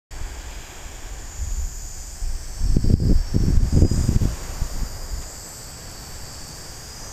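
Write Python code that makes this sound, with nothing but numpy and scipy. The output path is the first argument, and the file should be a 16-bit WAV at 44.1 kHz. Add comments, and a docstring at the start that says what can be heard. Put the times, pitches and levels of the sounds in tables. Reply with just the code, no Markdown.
"""A garden behind a beach; one microphone, turning from the sea towards the trees.
From the start a cicada buzzes close by, snapping the ribs of its tymbal, with a far chorus behind it.
Distant surf slowly gives way to wind in the foliage, while a breeze rumbles on the microphone.
Midway, gusts buffet the diaphragm and the limiter ducks. Then the breeze drops, leaves brush,
a twig ticks, and the low murmur of the reef swells near the end."""
import sys
import numpy as np
from scipy import signal
from scipy.fft import rfft, irfft
from scipy.io import wavfile
from scipy.ndimage import uniform_filter1d, map_coordinates

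SR = 44100
rng = np.random.default_rng(int(sys.argv[2]) if len(sys.argv) > 2 else 0)


def master_out(mix):
    """Clip the mix to full scale and print it as 16-bit PCM to the path in sys.argv[1]."""
    frames = np.transpose(np.atleast_2d(mix))
    ceiling = np.clip(frames, -1, 1)
    pcm = np.round(ceiling * 32767).astype(np.int16)
    wavfile.write(sys.argv[1], SR, pcm)


N = 313992
T = np.arange(N) / SR
HZ = np.fft.rfftfreq(N, 1 / SR)


def cicadas():
    """Close by, tymbal clicks ring one insect's body; far off, a chorus blurs into hiss."""
    # resonances of the body and of its overtone: (frequency [Hz], gain [dB])
    body_spectrum = [(2470, -47), (4200, -17), (4480, -3.5), (4790, -1.5), (5250, -3), (5520, -4),
                     (5850, -6), (6650, -2.7), (7250, -1), (8300, -6.5), (8900, -11.5), (9400, -20.5),
                     (12200, -46), (20700, -120)]
    overtone_spectrum = [(10500, -26), (11600, -3), (12300, 11), (13200, 8), (14300, 1), (15500, -27)]
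    # the buzz ahead of its swells: (time [s], level [dB])
    buzz_levels = [(0.1, -47.5), (1.15, -48), (1.8, -47.5), (2.6, -45.5), (3.2, -46), (3.62, -44),
                   (3.98, -41.5), (4.3, -41.5), (4.7, -41.3), (5.1, -42), (5.85, -42.3), (6.5, -40.5),
                   (7.1, -42.4)]
    # the overtone flares up: (middle [s], half length [s], boost [dB])
    flares = [(.7, .2, 3.5), (1.75, 0.4, 7), (3.45, .1, 2.5), (4.1, .15, 4), (4.8, 0.4, 3.5),
              (5.531, 0.2, 5.5), (6.05, 0.15, 3)]
    body_clicks, overtone_clicks = tymbal(speed=0.99, waver=0.00421, jitter_ms=0.03)
    near = evened(scattered(body_clicks, t60=.07, wet_db=0))
    chorus = gain_of(-5) * noise()
    song = steadied(coloured(reflected(near + chorus), body_spectrum), 0.08)
    buzz_db = curves(buzz_levels)[0]
    buzz = gain_of(buzz_db) * swelling(song)
    # each snap leaves a brief fizz, so the strong ribs merge into one pulse a cycle
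    snap_energy = signal.lfilter([1], [1, -np.exp(-1 / (.001 * SR))], overtone_clicks ** 2)
    fizz = evened(noise() * np.sqrt(abs(snap_energy)))
    snaps = evened(scattered(overtone_clicks, t60=0.027, wet_db=4))
    overtone = steadied(coloured(fizz + .5 * snaps, overtone_spectrum), .2)
    # the overtone lies under the buzz and follows its loudness
    usual_db, under_db, follow = -44.5, -15, 0.99
    flare_db = sum(db * np.exp(-((T - s) / half) ** 2) for s, half, db in flares)
    overtone_db = usual_db + under_db + follow * (buzz_db - usual_db) + flare_db
    return buzz + gain_of(overtone_db) * overtone


def tymbal(speed, waver, jitter_ms):
    """Ribs buckle one after another in each cycle: clicks for the body and for the overtone."""
    # the tymbal's pace, to be scaled by speed: (time [s], base rate [cycles/s])
    pace = [(0, 96), (1.2, 108), (2.2, 101), (3, 92.2), (4, 92.4), (5, 99.6), (7.1, 98)]
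    # the ribs: (place in the cycle [0-1], body drive [dB], overtone drive [dB])
    ribs = [(0.112, -5.5, -9.5), (0.231, 1.5, 5), (0.399, -12, -13.5), (.50, 4.5, -1), (0.658, -30, 6),
            (.78, 4, 11), (0.967, -1, -22)]
    cycles = np.cumsum(speed * curves(pace)[0] * (1 + waver * drift(38.4))) / SR
    place, body_db, overtone_db = np.transpose(ribs)
    due = np.arange(int(cycles[-1]) + 1)[:, None] + place
    slip, force = rng.standard_normal((2,) + due.shape)
    seconds = (np.interp(due, cycles, T) + jitter_ms * slip / 1000).ravel()
    strength = gain_of(0.26 * force) * (due < cycles[-1])
    return [clicks(seconds, (strength * gain_of(db)).ravel()) for db in (body_db, overtone_db)]


def swelling(song):
    """Swaying branches make the buzz flutter in patches; bands of it swell, glide and sink back."""
    # (middle [s], half length [s], first pitch [Hz], last pitch [Hz], half width [Hz], boost [dB])
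    swells = [(.6, 1.5, 7060, 7050, 750, 5), (.95, 1.8, 6930, 7120, 85, 4.5),
              (1.56, .43, 6850, 6750, 1020, 8.5), (2.02, 0.33, 6400, 6360, 1180, 9.5),
              (2.33, 0.66, 8460, 8000, 610, 6.5), (2.56, 0.42, 5770, 6200, 574.1, 10.5),
              (2.929, 0.39, 5360, 4860, 332, 10), (3.374, 0.32, 5640, 5600, 453.6, 9),
              (3.85, 0.33, 4960, 4920, 92.59, 10.5), (3.944, 0.27, 7400, 7600, 2052, 5),
              (4.35, 1.3, 7080, 7100, 148.1, 2), (5.448, 0.38, 6991, 8478, 1026, 5.5),
              (5.68, 0.46, 6270, 5750, 190, 5.5), (5.82, .27, 4900, 5000, 120.4, 0),
              (6.414, 0.33, 4600, 4620, 170, 2.5), (7.0, .35, 4798, 5200, 130, 6),
              (7.103, 0.18, 5800, 6750, 432, 7.5)]
    flutter_db, flutter_s, flutter_hz = 1.1, .15, 170
    hz, t, spectra = signal.stft(song, SR, nperseg=2048, noverlap=1536)
    patches = uniform_filter1d(rng.standard_normal(spectra.shape), int(flutter_hz / hz[1]), axis=0)
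    db = flutter_db * evened(uniform_filter1d(patches, int(flutter_s / t[1]), axis=1))
    for middle, half, first_hz, last_hz, width_hz, boost_db in swells:
        progress = np.clip(.5 + .5 * (t - middle) / half, 0, 1)
        off_centre = (hz[:, None] - first_hz - (last_hz - first_hz) * progress) / width_hz
        db += boost_db * np.sin(np.pi * progress) * np.exp(-off_centre ** 2)
    return signal.istft(spectra * gain_of(db), SR, nperseg=2048, noverlap=1536)[1][:N]


def scattered(x, t60, wet_db):
    """Adds dense echoes off leaves and walls, which change as the microphone moves."""
    t = T[:SR // 4]
    tails = rng.standard_normal((2, len(t))) * 1e-3 ** (t / t60)
    first, second = (signal.fftconvolve(x, tail / np.linalg.norm(tail))[:N] for tail in tails)
    return x + gain_of(wet_db) * (np.cos(2 * T) * first + np.sin(2 * T) * second)


def reflected(x):
    """A close reflection, about 2 ms late, combs the buzz."""
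    # (time [s], comb spacing [Hz], echo strength [0-1])
    reflection = [(0, 532, 0.2), (1.5, 569, 0), (2.4, 545.8, 0.3), (3.2, 550, 0.47), (3.8, 570, 0),
                  (4.6, 534, 0), (5.4, 545, 0.26), (6.4, 582, 0.17), (7.1, 554, 0)]
    comb_hz, strength = curves(reflection)
    return x + strength * map_coordinates(x, [np.arange(N) - SR / comb_hz], order=3)


def microphone_wind():
    """Air right on the microphone: a slow rumble, and in gusts small eddies striking the port."""
    # rumble of the light breeze: (time [s], level [dB])
    breeze = [(0, -33.5), (.9, -38), (2.5, -32.5), (3, -23.5), (4.3, -30.5), (5.15, -32), (5.4, -45.5),
              (7.1, -56)]
    # (start [s], length [s], rumble [dB], turbulence [dB])
    gusts = [(.19, 0.18, -30, -59), (1.097, .14, -32, -61), (1.38, .3, -24.5, -49.5),
             (2.217, .13, -23, -70), (2.605, 0.088, -19.5, -32.5), (2.712, 0.091, -17, -26.5),
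             (2.839, 0.12, -17, -20), (2.98, 0.15, -22.5, -19.5), (3.106, 0.073, -12.5, -39),
             (3.339, 0.045, -20.5, -18), (3.401, 0.118, -20.5, -21), (3.513, 0.16, -16.5, -25.5),
             (3.731, 0.061, -18.5, -15), (3.811, 0.045, -12, -11.5), (3.896, .15, -23, -20.5),
             (4.071, 0.096, -21.5, -21.5), (4.214, 0.041, -16.5, -19), (4.3, 0.024, -24, -31.5),
             (4.597, 0.032, -25.5, -40), (4.734, 0.088, -23, -33.5), (5.107, 0.089, -25.5, -58)]
    # colours of the rumble and of the eddies: (frequency [Hz], gain [dB])
    rumble_spectrum = [(10, -25), (22, 8), (35, 0), (65, -4), (105, -18), (160, -31), (300, -45.5),
                       (600, -69)]
    eddy_spectrum = [(30, -15), (85, 9.5), (150, 1.5), (240, -3.5), (330, -10), (460, -18.5), (700, -34),
                     (1100, -53), (2500, -55), (6000, -81)]
    lulls_db = 2 * drift(7)
    flow, turbulence = gain_of(curves(breeze)[0] + lulls_db), np.zeros(N)
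    for start, length, rumble_db, eddy_db in gusts:
        flow = np.maximum(flow, gain_of(rumble_db) * gust(start, length, release_s=0.029))
        turbulence = np.maximum(turbulence, gain_of(eddy_db) * gust(start, length, release_s=0.014))
    rumble = flow * steadied(coloured(noise(), rumble_spectrum), 0.11)
    eddies_per_s = 450
    strikes = noise() * (rng.random(N) < eddies_per_s / SR)
    lumps_db = 2.5 * (drift(22) + 0.06)
    eddies = steadied(coloured(strikes, eddy_spectrum), 0.036) * gain_of(lumps_db)
    fine = band(eddies, 368, 6000, order=4)
    growth = turbulence / gain_of(-22)  # harder gusts shed finer eddies
    return rumble + turbulence * (eddies - fine + growth * fine)


def gust(start, length, release_s, attack_s=0.021):
    """A gust's envelope: it rises quickly, holds and dies away."""
    rise = np.clip((T - start) / attack_s + .5, 0, 1)
    return rise * np.exp(-np.maximum(T - start - length, 0) / release_s)


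def buffets():
    """A large eddy sucks at the diaphragm, which swings back; the rush of air rasps in the port."""
    # (time [s], peak [dB], half width [ms], rasp [dB])
    blows = [(0.215, -19, 4.9, -70), (2.703, -7, 4.9, -60), (2.769, 0.5, 1.9, -42), (2.844, -4.5, 3.5, -50),
             (2.902, -7, 1.34, -46), (2.941, 3.5, 2.6, -43), (3.365, -1.5, 1.86, -60), (3.575, 1, 4.7, -41),
             (3.634, -6.5, 4.5, -49), (3.776, -10, 1.1, -60), (3.836, 0.5, 1.5, -60),
             (4.092, -4, 2.14, -60), (4.164, 0, 3.2, -40), (4.621, -10, 4.6, -70), (4.834, -16, 2.5, -70)]
    out = np.zeros(N)
    rasp = evened(band(noise(), 560, 4730, order=3))
    for s, db, width_ms, rasp_db in blows:
        span = abs(T - s) < .06
        widths = (T[span] - s) * 1000 / width_ms
        bell = 1 / (1 + widths ** 2)
        suction = (1 - widths ** 2 / 2) * bell ** 2.5
        out[span] += gain_of(rasp_db) * bell * rasp[span] - gain_of(db) * suction
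    return out


def surf_and_trees():
    """As the microphone turns, distant surf gives way to wind in leaves and needles."""
    # surf and foliage together: (time [s], relative roar [dB], relative rustle [dB])
    air_levels = [(0.2, -44, -48.5), (0.6, -44.5, -44), (1.2, -46.5, -49.5), (1.75, -50.5, -54.5),
                  (2.6, -48, -53.5), (3.0, -51, -56.5), (3.3, -45.5, -52), (3.65, -46, -52),
                  (4.4, -42.5, -46), (5.0, -45, -54), (5.55, -46, -53), (5.8, -46, -50.5),
                  (7.1, -45, -51.5)]
    # (time [s], the sea's share of the power [0-1])
    seaward = [(0, 0.95), (1.3, 0.76), (3, 0.77), (4.2, 0.17), (7.1, 0.49)]
    # colours of surf, leaves and needles: (frequency [Hz], gain [dB])
    surf_spectrum = [(110, -11), (180, -8), (354, 0.5), (500, -6), (755, 0), (909, -3.5), (1200, -7.5),
                     (1350, -9), (1630, -2), (2020, -7.5), (2370, -12), (2700, -19), (3340, -14.5),
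                     (3720, -25), (4300, -18.5), (5590, -41), (9460, -120)]
    leaf_spectrum = [(71, -29), (120, 2), (148, -1.5), (188, -9.5), (353, -10.5), (561, -9.5), (682, -11),
                     (1260, -14.5), (3870, -25), (4300, -22.5), (5590, -52), (9460, -120)]
    needle_spectrum = [(3000, -12), (4300, -2), (7000, 6.5), (9600, -2), (11000, 5.5), (13000, 0),
                       (15300, 2.5)]
    # hiss of the needles: (time [s], level [dB])
    needle_levels = [(0, -57.5), (1.6, -56.5), (2.5, -53.5), (3.3, -58), (4.5, -52.5), (5, -54.5),
                     (7.1, -54.5)]
    roar_db, rustle_db = curves(air_levels)
    sea_share = curves(seaward)[0]
    surf, trees = coloured(noise(), surf_spectrum), coloured(noise(), leaf_spectrum)
    surf, trees = (x / band(x, 1000, 2200).std() for x in (surf, trees))  # equal in the midrange
    wash = np.sqrt(sea_share) * surf + np.sqrt(1 - sea_share) * trees
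    roar = gain_of(roar_db - 4 + .5 * drift(3.9)) * band(wash, 112, 2204)
    rustle = gain_of(rustle_db - 3.5 + 0.51 * drift(30)) * steadied(band(wash, 2224, 4230), 0.21)
    needle_db = curves(needle_levels)[0] + 0.33 * drift(20)
    needles = gain_of(needle_db) * evened(coloured(noise(), needle_spectrum))
    return roar + rustle + needles


def reef():
    """Breakers far out on the reef merge into one low murmur."""
    # (frequency [Hz], gain [dB])
    murmur_spectrum = [(25, 4.5), (50, 0.5), (90, 2), (130, -5.5), (180, -12.5), (300, -16), (600, -59)]
    # (time [s], level [dB])
    murmur_levels = [(0, -45), (4, -43), (5.5, -42.5), (6.2, -38), (7.1, -41)]
    return gain_of(curves(murmur_levels)[0]) * evened(coloured(noise(), murmur_spectrum))


def twig():
    """A twig ticks: a dry crack with a very short ring."""
    # (time [s], level [dB], ring [Hz])
    ticks = [(5.914, -29, 9700)]
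    out = np.zeros(N)
    for s, db, hz in ticks:
        span = (T > s) & (T < s + .02)
        age = T[span] - s
        ring = np.sin(2 * np.pi * hz * age) * np.exp(-age / 0.00042)
        crack = .5 * rng.standard_normal(len(age)) * np.exp(-age / 0.00045)
        out[span] += gain_of(db) * (ring + crack)
    return out


def leaf_brush():
    """Leaves slide past each other in a short, soft swish."""
    # (time [s], level [dB], half length [s])
    swishes = [(5.226, -48, 0.016)]
    swell = sum(gain_of(db) * np.exp(-((T - s) / half) ** 2) for s, db, half in swishes)
    return swell * evened(band(noise(), 1000, 3800, order=6))


def whine():
    """The camera that carries the microphone gives off a faint, steady tone."""
    # (frequency [Hz], rms level [dB])
    tones = [(10648, -75)]
    return sum(gain_of(db) * np.sqrt(2) * np.sin(2 * np.pi * hz * T) for hz, db in tones)


def gain_of(db):
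    """Decibels to an amplitude factor."""
    return 10 ** (np.asarray(db) / 20)


def evened(x):
    """Scales to rms 1."""
    return x / np.sqrt(np.mean(x ** 2) + 1e-20)


def steadied(x, seconds):
    """Holds the rms near 1 over stretches of the given length."""
    size = int(seconds * SR)
    power = uniform_filter1d(uniform_filter1d(x ** 2, size), size)
    return x / np.sqrt(abs(power) + 1e-12)


def curves(rows):
    """Each value column of (time [s], ...) rows, at every sample."""
    s, *columns = np.transpose(rows)
    return [np.interp(T, s, column) for column in columns]


def coloured(x, points):
    """Filters by a spectrum of (frequency [Hz], gain [dB]) points."""
    hz, db = np.transpose(points)
    return irfft(rfft(x) * gain_of(np.interp(np.log(HZ + 1), np.log(hz + 1), db)), N)


def band(x, lo_hz, hi_hz, order=40):
    """A band-pass with soft edges."""
    return irfft(rfft(x) * (1 / (1 + (HZ / hi_hz) ** order) - 1 / (1 + (HZ / lo_hz) ** order)), N)


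def noise():
    """White noise."""
    return rng.standard_normal(N)


def drift(rate_hz):
    """A random wander of rms 1, mostly slower than rate_hz."""
    return evened(np.interp(T * 2 * rate_hz, np.arange(4096), rng.standard_normal(4096)))


def clicks(seconds, sizes):
    """Band-limited clicks at exact times."""
    at = seconds[:, None] * SR
    taps = np.floor(at).astype(int) + np.arange(-7, 9)
    shape = np.sinc(taps - at) * np.sinc((taps - at) / 8)
    return np.bincount(np.clip(taps, 0, N).ravel(), (shape * sizes[:, None]).ravel(), N + 1)[:N]


def scene():
    """The garden and the wind at one microphone."""
    garden = cicadas() + surf_and_trees() + reef() + twig() + leaf_brush()
    return (garden + microphone_wind() + buffets() + whine())[None]


def record(dry):
    """A limiter ducks at the hardest buffets; the sound opens after a brief silence, top treble cut."""
    threshold_db, release_db_per_s, start_s, edge_hz = -6.5, 75, .107, 15350
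    over_db = .8 * np.maximum(20 * np.log10(abs(dry[0]) + 1e-9) - threshold_db, 0)  # ratio 5:1
    recovery_db = release_db_per_s * T
    held_db = np.maximum.accumulate(over_db + recovery_db) - recovery_db
    ducked = dry / gain_of(signal.lfilter(np.ones(64) / 64, 1, held_db))  # 1.5 ms attack
    switched_on = np.clip((T - start_s) / .006, 0, 1)
    low_pass = signal.firwin(601, edge_hz, window=("kaiser", 9), fs=SR)
    return signal.oaconvolve(ducked * switched_on, low_pass[None], "same")


dry = scene()
out = record(dry)
master_out(out)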